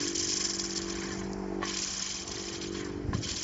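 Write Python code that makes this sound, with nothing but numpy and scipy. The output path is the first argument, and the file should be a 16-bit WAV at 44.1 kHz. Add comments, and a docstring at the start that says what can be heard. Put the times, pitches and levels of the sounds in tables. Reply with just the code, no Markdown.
"""Reel mower on grass

A hand-pushed reel mower is shoved in three strokes; the first is already under way at the start.
Five uneven blades scrape the steel bed knife with gritty noise and sometimes drag hard; each shove speeds
the reel up, then it coasts down. The bearings whirr, and the drive clunks at the second and third shove.
Dull thumps come around the last shove. An engine made of filtered pulses drones steadily some way off,
heard at a changing level, over a low rumble and faint open air made of filtered noise."""
import sys
import numpy as np
from scipy import signal
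from scipy.fft import rfft, irfft
from scipy.io import wavfile
from scipy.ndimage import uniform_filter1d

SR = 44100
rng = np.random.default_rng(int(sys.argv[2]) if len(sys.argv) > 2 else 0)


def put_to_file(sound):
    """Save the sound as 16-bit audio at rate SR, in the file named by the first command-line argument."""
    columns = np.atleast_2d(sound).T  # one column per channel
    safe = np.clip(columns, -1, 1)
    whole_steps = np.round(safe * 32767)
    wavfile.write(sys.argv[1], SR, whole_steps.astype(np.int16))


N = 151263  # length in samples

# shoves of the mower: start t/s, end t/s, top reel speed/(turns per s)
STROKES = [(-.1, .3, 24.5), (1.625, 1.85, 24), (3.128, 3.4, 24)]
# how hard each blade meets the knife, before UNEVEN scales it: level/dB
BLADE_LEVELS = [-3, 0.5, 2.5, 1, 0.5]
# how much the blades differ; a negative share swaps strong and weak: t/s, share of BLADE_LEVELS
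UNEVEN = [(.1, 0), (.45, 1.5), (1.201, -0.4), (1.699, 0.04), (3.4, 0.66)]
# scrape before the part trims: t/s, blade edge level/dB, bed knife level/dB, frame level/dB
SCRAPE = [(0, -29.5, -42, -39.5), (.11, -33.5, -43, -47), (.138, -39, -51.5, -45), (.15, -29, -41.5, -47),
          (.37, -31, -43.5, -43.5), (.6, -33.5, -49.5, -46.5), (.78, -39.5, -48, -47),
          (.94, -41, -48, -43.5), (1.06, -39, -46, -41), (1.2, -43.5, -55.5, -45), (1.25, -50, -55, -46),
          (1.37, -56.5, -78, -57), (1.6, -67, -66, -58), (1.635, -42.5, -44.5, -40), (1.7, -35, -40, -39.5),
          (1.8, -31, -42, -45.5), (1.92, -33.5, -44, -46.5), (2.02, -32.5, -41.5, -42.5),
          (2.22, -37, -45, -54), (2.255, -44, -51, -61), (2.28, -38.5, -48.5, -49),
          (2.55, -38.5, -44.5, -48), (2.595, -45.5, -50, -49.5), (2.635, -41, -42, -47.5),
          (2.7, -48, -52, -56), (2.76, -43, -47, -44.5), (2.86, -50, -55, -44.5), (2.98, -65, -64.5, -57.5),
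          (3.12, -64, -65.5, -55), (3.14, -44, -45, -47), (3.215, -47, -57, -62), (3.24, -35.5, -39, -46),
          (3.3, -36, -41.5, -45.5), (3.43, -34.5, -43.5, -50)]
# tone colour of the blade edges, the bed knife and the frame: f/Hz, relative level/dB
EDGE_RING = [(2470, -40.5), (4200, -8), (5310, 0.5), (5750, -3.5), (6130, -0.5), (6600, -3.5), (7130, -1.5),
             (7470, -6.5), (7760, -23.5), (7900, -17.5), (10300, -53.5), (17400, -120)]
KNIFE_RING = [(1700, -17), (2100, -9.5), (2380, -1), (2720, -6.5), (3050, 0.5), (3360, 0.5), (3600, -4),
              (3800, -3), (4100, 1), (4500, 2), (5000, -1)]
FRAME_RING = [(500, -4.5), (700, -5.5), (930, -10.5), (1050, 5.5), (1250, -8), (1650, 2.5), (1850, 1),
              (2100, -2), (2400, -3), (2800, -13.5), (3600, -31)]
# hard drags of a blade: t/s, blade edge level/dB, bed knife level/dB, length/s
SNIPS = [(0.008, -35, -46.5, 0.01), (0.146, -30.5, -41.5, 0.017), (.187, -30.5, -45, .016),
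         (0.282, -30.5, -38, 0.028), (0.316, -30, -43, 0.0071), (.366, -28.5, -52.5, 0.012),
         (0.439, -32, -43, .018), (0.497, -40, -44.5, 0.012), (0.585, -29.5, -41.5, 0.017),
         (.702, -34.5, -46.5, 0.0083), (0.752, -32.5, -39, 0.014), (0.766, -30, -50, 0.016),
         (0.814, -35.5, -38.5, 0.0073), (0.896, -34, -43, 0.0093), (1.113, -43, -56, 0.009),
         (1.33, -39, -66, 0.0043), (1.679, -38, -52, 0.0075), (1.687, -45, -41, 0.016),
         (1.733, -39, -41.5, 0.017), (1.767, -27, -33.5, 0.0083), (1.782, -31.5, -34.5, 0.011),
         (1.821, -35, -40, 0.013), (1.829, -35.5, -45, 0.011), (1.846, -31, -50, .006),
         (1.932, -33.5, -41.5, 0.0085), (2.013, -37.5, -41.5, 0.015), (2.101, -37, -43, .016),
         (2.272, -36.5, -43, 0.0093), (2.306, -40.5, -41.5, 0.019), (2.353, -40.5, -40, .011),
         (2.384, -41, -43.5, 0.02), (2.436, -38, -50, .008), (2.55, -41, -43, .014),
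         (2.608, -39.5, -40.5, 0.0094), (2.668, -46, -51, .008), (2.842, -42, -58, 0.011),
         (3.227, -41, -41, 0.012), (3.281, -33.5, -40, 0.016), (3.308, -33, -36, 0.011),
         (3.355, -34, -38, 0.015)]
# clear notes of the steel reel: f/Hz, relative level/dB, time to fade by 60 dB/s
STEEL_MODES = [(2340, -8.5, 0.14), (3342, -2, .15), (5480, 0, .09), (6070, -3.5, 0.044), (7240, 0, 0.082)]
# whirr of the bearings: t/s, centre f/Hz, level/dB
WHIRR = [(.6, 1250, -68.5), (1.1, 1050, -53), (1.3, 859, -52), (1.45, 778.5, -50.5), (1.61, 690, -48),
         (1.68, 1099, -60.5), (2.7, 1198, -63.5), (2.9, 980, -53.5), (3.1, 699, -60), (3.2, 700, -73)]
# knocks as the drive catches: t/s, level/dB, pitch ratio
CLUNKS = [(1.619, -30.5, 1.07), (1.6289, -19, 1.07), (1.636, -32, .95), (1.65, -29.5, 1.05),
          (3.132, -23.5, 1.), (3.152, -37, 1.17)]
# notes in each knock, before the pitch ratio: f/Hz, relative level/dB, time to fade by 60 dB/s
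CLUNK_MODES = [(770, -7, 0.02), (1050, 2.5, 0.051), (1677, 0.5, 0.054), (1780, -1, 0.016),
               (2100, -15.5, 0.0098), (3100, -15, .05)]
# dull thumps: t/s, level/dB, f/Hz
THUMPS = [(3.046, -27.5, 105), (3.085, -22.5, 89), (3.12, -31, 131), (3.146, -23.5, 123), (3.182, -24, 112),
          (3.255, -28.5, 79), (3.311, -32.5, 71)]
# engine tone: multiple of the firing rate, relative level/dB
ENGINE_ORDERS = [(1, -5.5), (2, -12), (3, -29), (4, 5), (5, -15.5), (6, 3.5), (7, 8.5), (8, 1.5), (9, -3.5),
                 (10, -11.5), (11, -22), (12, -30), (13, -23.5), (14, -11.5), (15, -15.5), (16, -11.5),
                 (17, -21.5), (18, -19), (19, -17), (20, -36), (21, -18), (22, -18), (23, -19), (24, -29.5)]
# heard level of the drone before its trim: t/s, then level/dB below 240 Hz, near 290 Hz, near 340 Hz,
# above 360 Hz
DRONE = [(0, -55.5, -36, -44, -42.5), (.1, -49.5, -44, -38.5, -47), (.37, -48.5, -50.5, -46.5, -48.5),
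         (.65, -45, -53, -42.5, -51.5), (.9, -44, -52.5, -39.5, -45.5), (1.1, -42.5, -50, -42.5, -46.5),
         (1.35, -38, -49.5, -45.5, -42), (1.59, -40.5, -43, -37.5, -41.5), (1.8, -48, -55, -48, -55),
         (1.97, -50.5, -58.5, -60.5, -67), (2.15, -51.5, -63, -51.5, -57.5), (2.38, -51.5, -57, -47, -45),
         (2.55, -48, -50.5, -44.5, -49), (2.75, -44, -45.5, -40.5, -43), (3., -49, -41, -47, -43),
         (3.12, -46, -43, -48, -48.5), (3.43, -56, -56, -51, -58)]
# heard level of the engine's upper buzz: t/s, level/dB
BUZZ = [(0, -71), (.7, -55.5), (1.25, -51), (1.6, -51), (1.75, -61), (2.3, -52.5), (2.95, -67), (3.43, -69)]
# low rumble: t/s, level/dB
RUMBLE = [(0, -47.5), (.5, -51.5), (.8, -47.5), (1.1, -46.5), (1.6, -46.5), (1.9, -54), (2.4, -47.5),
          (2.95, -44), (3.12, -36), (3.3, -47), (3.43, -46)]
# tone colour of the rumble and of the open air: f/Hz, relative level/dB
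RUMBLE_COLOUR = [(22, -27), (45, -5.5), (80, -2.5), (150, -5), (280, -9), (500, -18), (900, -37),
                 (3000, -78.5)]
AIR_COLOUR = [(100, 3.5), (500, -1), (1050, -5), (1400, -3.5), (1900, -6), (2600, -14), (3800, -27),
              (5300, -12.5), (6300, -23.5), (7300, -30.5)]

COAST_TURNS_PER_S2 = 17.5  # speed lost to friction each second
FIRST_BLADE_TURN, BLADE_SCATTER_DB = 0.018, 1.28
# as shares of the gap between blades: how fast the bite builds, how slowly it slides off
BITE_SHARE, CONTACT_SHARE = 0.35, 0.72
RUB_SHARE = 0.12  # steady rub added to the bite
EDGE_DB, KNIFE_DB, FRAME_DB = -4, -1, -4  # trims of the three scrape parts
STEEL_T60_S, FRAME_T60_S, SNIP_T60_S = 0.023, 0.07, 0.02  # time to fade by 60 dB
ENGINE_HZ, FIRST_FIRING_S = 48.2, 0.0085
BOOM_DB, WAVER_DB = -0.5, 0.4
AIR_DB = -51
TOP_HZ = 7600


def undb(db):
    """Turn decibels into a plain gain."""
    return 10 ** (np.asarray(db) / 20)


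def unit(x):
    """Scale to an average (RMS) strength of 1."""
    return x / np.sqrt(np.mean(x ** 2))


def times():
    """Time of every sample in seconds."""
    return np.arange(N) / SR


def curve(rows, axis=1):
    """Gain from one dB column of a table over time."""
    rows = np.array(rows)
    return undb(np.interp(times(), rows[:, 0], rows[:, axis]))


def through(x, response):
    """Let a sound excite a body that has the given response."""
    return signal.fftconvolve(x, response)[:len(x)]


def colour(x, points, size=8192):
    """Filter with the given (Hz, dB) shape that never sounds ahead of its input."""
    hz, db = np.array(points, float).T
    bins_hz = np.arange(size // 2 + 1) * SR / size
    gain = undb(np.interp(np.log(bins_hz + 1), np.log(hz), db))
    # folding the cepstrum makes the response minimum-phase
    cepstrum = irfft(np.log(gain))
    cepstrum[1:size // 2] *= 2
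    cepstrum[size // 2 + 1:] = 0
    return through(x, irfft(np.exp(rfft(cepstrum))))


def cut(x, hz, kind, order=4):
    """Keep only the low, high or middle part of the spectrum."""
    return signal.sosfilt(signal.butter(order, hz, kind, fs=SR, output="sos"), x)


def walk(rate):
    """Smooth random drift, spread near 1; rate is in steps per second."""
    k = int(SR / rate)
    steps = np.repeat(rng.standard_normal(N // k + 1), k)
    return unit(uniform_filter1d(uniform_filter1d(steps, k), k)[:N])


def metal(t60, ring_db, size=8192):
    """A dry click followed by a crowd of close modes dying away."""
    tail = rng.standard_normal(size) * undb(-60 * np.arange(size) / SR / t60)
    tail *= undb(ring_db) / np.linalg.norm(tail)
    tail[0] += 1
    return tail / np.linalg.norm(tail)


def grit(per_s, spread_db):
    """Dense tiny slips of uneven size."""
    happens = rng.random(N) < per_s / SR
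    size = rng.standard_normal(N) * undb(spread_db * rng.standard_normal(N))
    return unit(happens * size)


def mower(notes_db=-21):
    """Scrapes and snips set the steel of the reel singing; the bearings whirr and the drive clunks."""
    blades = reel() + snips()
    notes = undb(notes_db) * through(blades, steel_notes())
    return blades + notes + bearings() + clunks()


def reel():
    """Every blade scrapes with a ring of its own, and shakes the knife and the frame."""
    blade, press = contact()
    parts = [(EDGE_RING, [4500, 9000], STEEL_T60_S, grit(per_s=9000, spread_db=2), EDGE_DB),
             (KNIFE_RING, [1800, 4700], STEEL_T60_S, grit(per_s=6000, spread_db=1.0), KNIFE_DB),
             (FRAME_RING, [600, 3400], FRAME_T60_S, grit(per_s=4000, spread_db=1.0), FRAME_DB)]
    out = np.zeros(N)
    for k, (shape, band, t60, slips, db) in enumerate(parts):
        force = slips * press * undb(db) * curve(SCRAPE, axis=k + 1)
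        ring = np.zeros(N)
        for b in range(len(BLADE_LEVELS)):
            ring += through(force * (blade == b), metal(t60, ring_db=0.5))
        toned_ring = cut(colour(ring, shape), band, "band", order=6)
        toned_slips = cut(colour(slips, shape), band, "band", order=6)
        out += toned_ring / np.std(toned_slips)
    return out


def contact():
    """Which blade is on the knife and how hard it presses: it bites, then slides off."""
    count = len(BLADE_LEVELS)
    blade, along = np.divmod((reel_turns() - FIRST_BLADE_TURN) * count, 1)
    passes = np.cumsum(np.diff(blade, prepend=blade[0]) != 0)
    blade = blade.astype(int) % count
    unevenness = np.interp(times(), *np.array(UNEVEN).T)
    scatter = BLADE_SCATTER_DB * rng.standard_normal(N)[passes]  # one draw per blade pass
    db = np.array(BLADE_LEVELS)[blade] * unevenness + scatter
    bite = (1 - np.exp(-along / BITE_SHARE)) * np.exp(-along / CONTACT_SHARE)
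    press = uniform_filter1d(undb(db) * (RUB_SHARE + bite), size=130)
    return blade, unit(press)


def reel_turns():
    """Angle of the reel in turns: a shove takes it from half to top speed, then friction slows it evenly."""
    t, turns = times(), np.zeros(N)
    for start, release, top in STROKES:
        since = t - release
        speed_up = top / 2 / (release - start)
        slope = np.where(since < 0, speed_up, -COAST_TURNS_PER_S2)
        turns = np.where(t >= start, top * since + slope * since ** 2 / 2, turns)
    return turns


def snips(peak_share=0.59):
    """Now and then a blade drags hard: a quick swell rings edge and knife, then lets go."""
    t, out = times(), np.zeros(N)
    for k, (shape, band) in enumerate([(EDGE_RING, [4300, 9000]), (KNIFE_RING, [1600, 4300])]):
        drag = np.zeros(N)
        for at, *db, length in SNIPS:
            corners = [0, peak_share * length, length, 1.12 * length]
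            drag += undb(db[k]) * np.interp(t - at, corners, [0.00089, 0.92, 0.58, 0.00047])
        slips = grit(per_s=9000, spread_db=3)
        ring = through(slips * drag, metal(SNIP_T60_S, ring_db=-7))
        toned_ring = cut(colour(ring, shape), band, "band")
        toned_slips = cut(colour(slips, shape), band, "band")
        out += toned_ring / np.std(toned_slips)
    return out


def steel_notes(size=8192):
    """The few clear notes that ring on in the reel, each a fading sine."""
    t, ring = np.arange(size) / SR, np.zeros(size)
    for hz, db, t60 in STEEL_MODES:
        ring += undb(db - 60 * t / t60) * np.sin(2 * np.pi * hz * t) / np.sqrt(t60)
    return ring / np.linalg.norm(ring)


def bearings(width_hz=130, flutter_db=2.0):
    """A rough whirr: slow noise times a tone whose pitch follows WHIRR, sinking as the reel coasts."""
    at, hz, _ = np.array(WHIRR).T
    phase = 2 * np.pi * np.cumsum(np.interp(times(), at, hz)) / SR
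    rolling = cut(rng.standard_normal(N), width_hz, "low", order=2)
    flutter = undb(flutter_db * walk(60))
    return unit(rolling * np.sin(phase)) * curve(WHIRR, axis=2) * flutter


def clunks(chatter_s=0.0024, crack_db=-16, crack_s=0.0094, size=8192):
    """The drive takes up its slack and gives the frame a short, dry knock."""
    t, out = np.arange(size) / SR, np.zeros(N)
    for at, db, pitch in CLUNKS:
        ring = np.zeros(size)
        for hz, mode_db, t60 in CLUNK_MODES:
            ring += undb(mode_db - 60 * t / t60) * np.sin(2 * np.pi * hz * pitch * t)
        blow = 0.06 * rng.standard_normal(size) * np.exp(-t / chatter_s)
        blow[0] += 1
        knock = through(blow, ring)
        crack = unit(cut(rng.standard_normal(size), [350, 2000], "band", order=2)) * np.exp(-t / crack_s)
        clunk = knock / abs(knock).max() + undb(crack_db) * crack
        out += undb(db) * np.interp(times() - at, t, clunk, left=0)
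    return cut(out, 3000, "low", order=2)


def thumps(t60=0.043, rise_s=0.0026, scuff_db=-10, scuff_s=0.024):
    """Soft, heavily damped low knocks, each with a dull scuff."""
    out = np.zeros(N)
    scuff = unit(cut(cut(rng.standard_normal(N), [80, 250], "band", order=2), 780, "low"))
    for at, db, hz in THUMPS:
        age = np.maximum(times() - at, 0)
        knock = -2 * undb(-60 * age / t60) * np.sin(2 * np.pi * hz * age)
        fading_scuff = undb(scuff_db) * scuff * np.exp(-age / scuff_s)
        out += undb(db) * (1 - np.exp(-age / rise_s)) * (knock + fading_scuff)
    return out


def engine(scatter_db=0.5, wander=0.0006, rough=0.88):
    """Even, steady firings boom in the exhaust; a rougher buzz rides on them."""
    cycles = np.cumsum(ENGINE_HZ * (1 + wander * walk(5))) / SR - FIRST_FIRING_S * ENGINE_HZ
    fires = np.diff(np.floor(cycles), prepend=-1) > 0
    pulses = fires * undb(scatter_db * rng.standard_normal(N))
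    orders = [(k * ENGINE_HZ, db) for k, db in ENGINE_ORDERS]
    pipe = [(3.7, -46.0)] + orders + [(1600, -30.5), (4000, -64)]
    exhaust = colour(pulses, pipe)

    def below(hz):
        """Steep low-pass that adds no delay."""
        return signal.sosfiltfilt(signal.butter(24, hz, fs=SR, output="sos"), exhaust)

    # differences of neighbouring low-passes give four bands
    bands = np.diff([below(240), below(313), below(362), below(590)], axis=0, prepend=0)
    boom = np.zeros(N)
    for k, band in enumerate(bands):
        boom += unit(band) * undb(BOOM_DB + WAVER_DB * walk(2)) * curve(DRONE, axis=k + 1)
    gas = unit(rng.standard_normal(N) * np.exp(-(cycles % 1) / 0.52))  # a noisy puff per firing
    smeared = unit(through(pulses, metal(0.21, ring_db=13.5)))
    buzz = unit(cut(colour(smeared + rough * gas, pipe), 580, "high", order=8))
    return boom + buzz * curve(BUZZ)


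def yard():
    """Low rumble and faint open air, both coloured noise with a drifting level."""
    rumble = unit(colour(rng.standard_normal(N), RUMBLE_COLOUR)) * curve(RUMBLE) * undb(1.7 * walk(7.6))
    air = unit(colour(rng.standard_normal(N), AIR_COLOUR)) * undb(AIR_DB + 0.7 * walk(8.46))
    return rumble + air


def scene():
    """All sources added up, the same in both channels."""
    return np.tile(mower() + thumps() + engine() + yard(), (2, 1))


def record(dry):
    """A narrow-band mono microphone: little below 26 Hz, a steep stop above TOP_HZ."""
    top = signal.ellip(10, 0.2, 80, TOP_HZ, fs=SR, output="sos")
    return signal.sosfilt(top, cut(dry, 26, "high"))


dry = scene()
out = record(dry)
put_to_file(out)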